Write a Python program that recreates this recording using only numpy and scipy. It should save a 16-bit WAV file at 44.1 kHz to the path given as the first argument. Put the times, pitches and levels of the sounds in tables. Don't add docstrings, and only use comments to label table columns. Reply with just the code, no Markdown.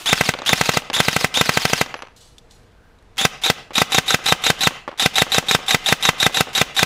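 import sys
import numpy as np
from scipy import signal
from scipy.fft import rfft, irfft, next_fast_len
from scipy.io import wavfile
from scipy.ndimage import uniform_filter1d

SR = 44100
rng = np.random.default_rng(int(sys.argv[2]) if len(sys.argv) > 2 else 0)


def wrap_up_sound(samples):
    columns = np.atleast_2d(samples).T
    tamed = np.clip(columns, -1, 1)
    steps = np.round(tamed * 32767).astype(np.int16)
    wavfile.write(sys.argv[1], SR, steps)


def gain_from_db(level_db):
    decades = np.asarray(level_db, float) / 20
    return 10 ** decades


N = 302481

REGRIP_S = 2.6
# [t/s from the slam, level/dB, T60/s]
REST_CLACKS = [
    (-.072, -21, 0.01),
    (-.0405, -14, 0.075),
]
BURST_CLACKS = [
    (-.056, -27.5, 0.04),
    (-.036, -21, 0.05),
]
SINGLE_CLACKS = [
    (-.086, -41, 0.03),
    (-.065, -22.5, 0.018),
    (-.039, -10.5, .05),
]
# [t/s, level/dB, T60/s]
TRIGGER_SLACK = [
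    (0.451, -31.5, 0.032),
    (3.162, -47, .01),
    (3.170, -35, .08),
]
# [multiple of tooth rate, level/dB]
WHINE_HARMONICS = [(1, -2), (2, -17), (3, -19.5)]
# [f/Hz, level/dB]
RATTLE_COLOUR = [(35, -24.5), (60, -12), (503, -14), (785, -4), (2300, -1.5), (3760, 1.5), (4220, -3),
                 (9350, -12.5), (11500, -15.5), (14900, -21), (16000, -27)]
# [f/Hz, level/dB]
CLACK_COLOUR = [(80, 7), (300, 1), (1500, 8), (3000, 6), (5000, -0.5), (6500, 5), (8000, -9.5),
                (15000, -16)]
# [f/Hz, T60/s, level/dB in bursts, level/dB in single shots]
SHELL_MODES = [(775, .05, -39, -41), (1555, .05, -41, -44), (470, .04, -46, -43)]


def gears():
    t = np.arange(N) / SR
    hz = np.full(N, 3600.)
    whine, rattle, clacks = np.zeros(N), np.zeros(N), np.zeros(N)
    strokes = shots()
    for kind, clack_rows in ("rest", REST_CLACKS), ("single", SINGLE_CLACKS), ("burst", BURST_CLACKS):
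        slams, _, gear_db = np.transpose(strokes[kind])[:3]
        for slam, db in zip(slams, gear_db):
            start = slam - MOTOR_PACE[kind][0] - RATTLE_GAIN[kind][0]
            now = slice(int(start * SR), int((slam + .03) * SR))
            hz[now], stroke_whine, stroke_rattle = stroke(kind, t[now] - slam)
            hz[now] *= 1 + .008 * rng.standard_normal()
            whine[now] = np.maximum(whine[now], gain_from_db(db) * stroke_whine)
            rattle[now] = np.maximum(rattle[now], gain_from_db(db) * stroke_rattle)
        for lead_s, db, t60 in clack_rows:
            clacks += fade(blows(slams + lead_s, db + 1.2 * rng.standard_normal(len(slams))), t60)
    clacks += sum(fade(blows([s], db), t60) for s, db, t60 in TRIGGER_SLACK)

    phase = 2 * np.pi * np.cumsum(hz * (1 + .016 * walk(700) * (hz / 3800) ** 1.5)) / SR
    tone = 0
    for k, db in WHINE_HARMONICS:
        size = .7 + .3 * np.sin(phase / 16) + .5 * walk(650)
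        tone = tone + gain_from_db(db) * (size * np.sin(k * phase) + .45 * walk(650) * np.cos(k * phase))

    shake = (rattle + clacks) * rng.standard_normal(N)
    hum = 0
    for f, t60, burst_db, single_db in SHELL_MODES:
        hum = hum + gain_from_db(np.where(t < REGRIP_S, burst_db, single_db)) * ring(shake, f, t60)
    drone = np.sin(2 * np.pi * np.cumsum(778 + 6 * walk(60)) / SR)
    drone_db = np.where(t < REGRIP_S, -26, -11.5) + 1.5 * walk(120)
    hum += gain_from_db(drone_db) * soften(whine, 60) * drone
    rough = rattle * gain_from_db(2.2 * walk(800)) * noise(RATTLE_COLOUR)
    struck = clacks * gain_from_db(2.5 * walk(900)) * noise(CLACK_COLOUR)
    return whine * tone, hum + rough + struck


MOTOR_PACE = {"rest": (.072, 2500, 1500, .014, 6200), "burst": (.057, 5400, 500, .01, 40500),
              "single": (.0655, 3610, 800, .021, 12500)}
WHINE_GAIN = {"rest": (.008, -20, -16.5, -4), "burst": (.012, -28.5, -25.5, 1.5),
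              "single": (.001, -15, -15.5, -2)}
RATTLE_GAIN = {"rest": (.003, -45, -26, -30.5, .09), "burst": (.018, -34.5, -29, -30.5, .2),
               "single": (.021, -35, -22, -24.5, .05)}


def stroke(kind, t):
    let_go_s = .003
    pick_up, start_hz, gain_hz, tau, sag = MOTOR_PACE[kind]
    attack, whine_db, whine_end_db, dip_db = WHINE_GAIN[kind]
    free, free_db, rattle_db, rattle_end_db, t60 = RATTLE_GAIN[kind]
    wound = np.clip(t + pick_up, 0, pick_up - let_go_s)
    share = wound / (pick_up - let_go_s)
    after = np.maximum(t + let_go_s, 0)
    hz = start_hz + gain_hz * (1 - np.exp(-wound / tau)) - sag * wound
    dip = dip_db * np.exp(-((t + .027) / .012) ** 2)
    bite = 7 * np.exp(-wound / .003)
    whine_level = whine_db + (whine_end_db - whine_db) * share + dip + bite - 60 * after / .03
    whine = np.minimum(wound / attack, 1) * gain_from_db(whine_level)
    loaded_db = rattle_db + (rattle_end_db - rattle_db) * share + dip
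    rattle = gain_from_db(np.where(wound > 0, loaded_db, free_db) - 60 * np.maximum(t, 0) / t60)
    return hz, whine, rattle * np.clip((t + pick_up + free) / .004, 0, 1)


# [first slam t/s, cycle t/s, gear level/dB of the first stroke]
BURST_STARTS = [
    (.1307, .0801, 4.5),
    (.5326, .0798, 3.5),
    (1.0037, .0805, 4.2),
    (1.413, .0801, 3.5),
    (3.2526, .08, 3.8),
]
BURST_KNOCKS = [
    (7, 0, 2),
    (3, -7, 2, 2),
    (0, -12, 2, -20),
    (-20, -20, -20, -4, 2, -1),
    (0,),
]
# [slam t/s, gear level/dB, knock level/dB]
SINGLE_SHOTS = [(3.5017, -.5, -3), (3.8188, -.5, -12), (3.985, .1, -3), (4.145, -.4, -3), (4.3243, 1, -6),
                (4.503, 0, -1), (4.6728, -.4, 6), (5.0615, .6, 0), (5.2213, .4, 0), (5.3841, 0, -2),
                (5.5503, -.3, -5), (5.7471, .3, -10), (5.9261, .2, -2), (6.091, -.5, -2), (6.2661, -.1, 0),
                (6.4089, -.7, 0), (6.616, .3, -3), (6.831, .1, -3)]
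SLAM_LEVEL = {"rest": 1.2, "burst": -1.2, "single": .8}


def shots():
    burst_flight_s, single_flight_s = .2081, .2058
    kinds = {"rest": [], "burst": [], "single": []}
    for s, gear_db, db in SINGLE_SHOTS:
        kinds["single"].append((s, SLAM_LEVEL["single"], gear_db, s + single_flight_s, db))
    for (first, cycle, gear_db), hits in zip(BURST_STARTS, BURST_KNOCKS):
        kinds["rest"].append((first, SLAM_LEVEL["rest"], gear_db, first + burst_flight_s, hits[0]))
        for k, db in enumerate(hits[1:]):
            s = first + .0007 + (k + 1) * cycle
            kinds["burst"].append((s, SLAM_LEVEL["burst"], 0, s + burst_flight_s, db))
    return kinds


# [f/Hz, level/dB, T60/s]
MUZZLE_MODES = [(165.4, -14.5, .03), (257, -34, 0.1), (370, -27, 0.02), (478, -8, 0.014),
                (614, -6.5, 0.016), (754, -16, 0.035), (1286, -21.5, .02), (1551, -10, 0.035),
                (2600, -11, 0.03)]
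# [f/Hz, level/dB, T60/s]
RECEIVER_MODES = [(1320, -15, .012), (2030, -2, .006), (2000, -18, .02), (3100, -24, .02),
                  (4140, -16, .007), (5250, -19, .008), (6600, -19, .008)]
# [f/Hz, level/dB]
JET_COLOUR = [(300, -36), (1000, 4.5), (3000, 3.5), (6000, 2), (10000, -8), (15000, -11)]


def piston():
    s, db = np.transpose(sum(shots().values(), []))[:2]
    suck, pop, slam = (MUZZLE_MODES, -.0026, -10), (MUZZLE_MODES, -.0017, 0), (RECEIVER_MODES, -.0001, 0)
    out = 0
    for modes, lead_s, blow_db in (suck, pop, slam):
        for hz, mode_db, t60 in modes:
            level = db + blow_db + mode_db + .8 * rng.standard_normal(len(s))
            out = out - ring(blows(s + lead_s, level), hz, t60)
    shiver = (fade(blows([0], -18), .06) * soften(noise(ECHO_COLOUR), 3500))[:SR // 10]
    jet = fade(blows(s - .005, db - 20), .03)
    jet += fade(blows(s + .0023, db - 31), .18)
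    jet += fade(blows(s - .0005, db - 8), .014)
    return out + signal.fftconvolve(blows(s, db), shiver)[:N] + jet * noise(JET_COLOUR)


EXTRA_KNOCK_S, EXTRA_KNOCK_DB = .3895, 1
# [f/Hz, level/dB, T60/s]
BOARD_MODES = [(500, -20, .015), (800, -17, .025), (1000, 0, .005), (1700, -20, .012)]
# [f/Hz, level/dB]
SNAP_COLOUR = [(300, -16), (1000, 2), (2500, 3), (4000, 0), (6500, -8), (12000, -16)]
# [delay t/s, level/dB, treble limit f/Hz]
BOARD_PATHS = [(0, 0, 6000), (.0035, -4, 5000), (.044, -21, 1500), (.0495, -12, 5000), (.0525, -16, 2500),
               (.062, -17, 4000)]


def pellets():
    rows = sum(shots().values(), [(0, 0, 0, EXTRA_KNOCK_S, EXTRA_KNOCK_DB)])
    s, db = np.transpose([row[3:] for row in rows if row[3] < N / SR])
    hit = blows(s - .0003, db - 17)
    snap = blows(s - .0003, db + np.where(s < REGRIP_S, -20, -33))
    knock = sum(gain_from_db(mode_db) * ring(hit, hz, t60) for hz, mode_db, t60 in BOARD_MODES)
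    knock = knock + fade(snap, .007) * noise(SNAP_COLOUR)
    box = ring(soften(blows(s + .011, db - 17 - 7), 900), 540, .016)
    dull = noise([(200, -16), (600, -1), (1100, 0), (2800, -5), (5000, -19), (12000, -42)])
    scatter = gain_from_db(-25) * fade(hit, .3) * gain_from_db(3 * walk(300)) * dull
    paths = 0
    for lag, path_db, hz in BOARD_PATHS:
        paths = paths + gain_from_db(path_db) * soften(np.roll(knock, int(lag * SR)), hz)
    return box + scatter + paths


# [t/s, peak level/dB, ring f/Hz, T60/s]
KIT_CLICKS = [
    (2.0215, -36, 1800, .03),
    (2.3822, -28, 3500, 0.029),
    (2.5104, -36, 3520, 0.02),
    (2.5344, -50, 4270, 0.018),
    (2.7194, -51, 3090, 0.02),
    (2.9871, -45, 3810, 0.02),
    (3.025, -46, 1850, 0.02),
]
# [t/s, f/Hz, level/dB, T60/s]
METAL_TINGS = [
    (1.973, 5950, -55, 0.4),
    (1.973, 11090, -52, 0.15),
    (2.2, 2950, -64, .8),
    (2.512, 4270, -61, .4),
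]
# [t/s, peak level/dB, attack t/s, T60/s]
SLING_SHIVERS = [
    (2.163, -50, .004, .4),
    (2.208, -51, .012, .7),
    (2.51, -54, .02, .5),
]
# [f/Hz, level/dB]
SLING_MODES = [(2955, -4), (3500, -4), (3984, -2), (4258, 0), (4650, -2), (5033, -1), (5700, -2),
               (6277, -2), (6912, -1), (7709, -1), (8470, -3), (9292, -4), (10140, -5), (11040, -5),
               (11960, -7), (12900, -9)]


def kit():
    out = sum(ring(blows([s], db), hz, t60) for s, hz, db, t60 in METAL_TINGS)
    crisp = noise([(1500, -21), (3500, 5), (8000, -1.5), (14000, -19)])
    for s, db, hz, t60 in KIT_CLICKS:
        tick = blows([s], db)
        out = out + .49 * ring(tick, hz, t60) + .17 * ring(tick, 5.7 * hz, t60 / 2)
        out = out + .25 * fade(tick, t60) * crisp
    shiver = 0
    for s, db, attack, t60 in SLING_SHIVERS:
        shiver = shiver + peak(np.arange(N) / SR - s, db, 40 / attack, 60 / t60)
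    grains = rng.standard_normal(N) * (rng.random(N) < .02)
    metal = sum(gain_from_db(db + 3 * walk(20)) * ring(grains, hz, .07) for hz, db in SLING_MODES)
    return out + shiver * (.65 * unit(metal) + .65 * crisp)


# [delay t/s, level/dB]
NEAR_ECHOES = [(.0045, -15), (.0125, -27)]
# [f/Hz, level/dB]
ECHO_COLOUR = [(60, -19.5), (300, -9.5), (1000, -6), (2000, -7), (2800, -1.5), (5000, -8.5), (9000, -13),
               (15000, -19)]


def yard(dry, far):
    lag = np.arange(int(.35 * SR)) / SR
    houses = peak(lag - .083, -55.5, 350, 60 / .33)
    fence = peak(lag, -48, 0, 60 / .09)
    scatter = noise(ECHO_COLOUR)[:len(lag)]
    hush = gain_from_db(-77 - 30 * lag) * soften(scatter, 2500)
    tail = (fence + houses) * scatter + hush
    near = sum(gain_from_db(wall_db) * np.roll(dry, int(delay * SR)) for delay, wall_db in NEAR_ECHOES)
    return dry + near + signal.fftconvolve(far, tail)[:N]


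# [f/Hz, level/dB]
AIR_COLOUR = [(12, -46.5), (20, 5.5), (55, -2.5), (399, -17), (472, -10), (574, -21.5), (624, -17),
              (1530, -23.5), (3340, -30), (3840, -31.5), (12100, -47), (16000, -62.5)]
# [f/Hz, level/dB]
MACHINE_HUM = [(52, -63), (620, -71)]
# [t/s, level/dB]
EARLIER_ECHOES = [
    (0, -36),
    (.06, -39.5),
    (.2, -65.5),
]


def air():
    t = np.arange(N) / SR
    tyres = noise([(900, -27), (1550, 2), (1750, -13), (2600, -31)])
    car = peak(t - 2.87, -61, 52, 78) * tyres
    hum = sum(gain_from_db(db + 3 * walk(8.7)) * np.sin(2 * np.pi * hz * t) for hz, db in MACHINE_HUM)
    breeze = gain_from_db(-51 + .8 * walk(6)) * noise(AIR_COLOUR)
    return breeze + hum + car + curve(EARLIER_ECHOES) * noise(ECHO_COLOUR)


def unit(x):
    return x / np.sqrt(np.mean(x ** 2))


def colour(x, spectrum):
    hz, db = np.transpose(spectrum)
    f = np.log(np.arange(len(x) // 2 + 1) * SR / len(x) + 1)
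    return irfft(rfft(x) * gain_from_db(np.interp(f, np.log(hz), db)), len(x))


def noise(spectrum):
    return unit(colour(rng.standard_normal(next_fast_len(N)), spectrum)[:N])


def curve(rows):
    s, db = np.transpose(rows)
    return gain_from_db(np.interp(np.arange(N) / SR, s, db, left=-120, right=-120))


def peak(t, db, rise_db_s, fall_db_s):
    return gain_from_db(db + np.where(t < 0, rise_db_s * t, -fall_db_s * t))


def blows(s, db):
    at = np.clip((np.asarray(s) * SR).astype(int), 0, N - 1)
    return np.bincount(at, gain_from_db(np.asarray(db) + 0 * np.asarray(s)), N)


def fade(x, t60):
    return signal.lfilter([1], [1, -np.exp(-np.log(1000) / (t60 * SR))], x)


def ring(x, hz, t60):
    p = np.exp(2j * np.pi * hz / SR - np.log(1000) / (t60 * SR))
    return signal.lfilter([0, p.imag], [1, -2 * p.real, abs(p) ** 2], x)


def soften(x, hz):
    return signal.lfilter(*signal.butter(2, min(hz, 20000), fs=SR), x)


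def walk(rate):
    k = int(SR / rate)
    held = np.repeat(rng.standard_normal(N // k + 1), k)
    return unit(uniform_filter1d(uniform_filter1d(held, k), k)[:N])


def scene():
    whine, rattle = gears()
    knocks = rattle + piston()
    rifle = yard(knocks + whine, knocks + .18 * whine)
    no_bass = signal.butter(3, 104, "high", fs=SR, output="sos")
    return (signal.sosfilt(no_bass, rifle + pellets()) + kit() + air())[None]


def band_limit(x):
    return signal.sosfilt(signal.butter(12, 16410, fs=SR, output="sos"), x)


def record(dry):
    heard = signal.sosfilt(signal.ellip(6, .3, 40, 15400, fs=SR, output="sos"), dry)
    mix = np.clip(1.068 * heard, -.97, .97)
    return band_limit(mix)


dry = scene()
out = record(dry)
wrap_up_sound(out)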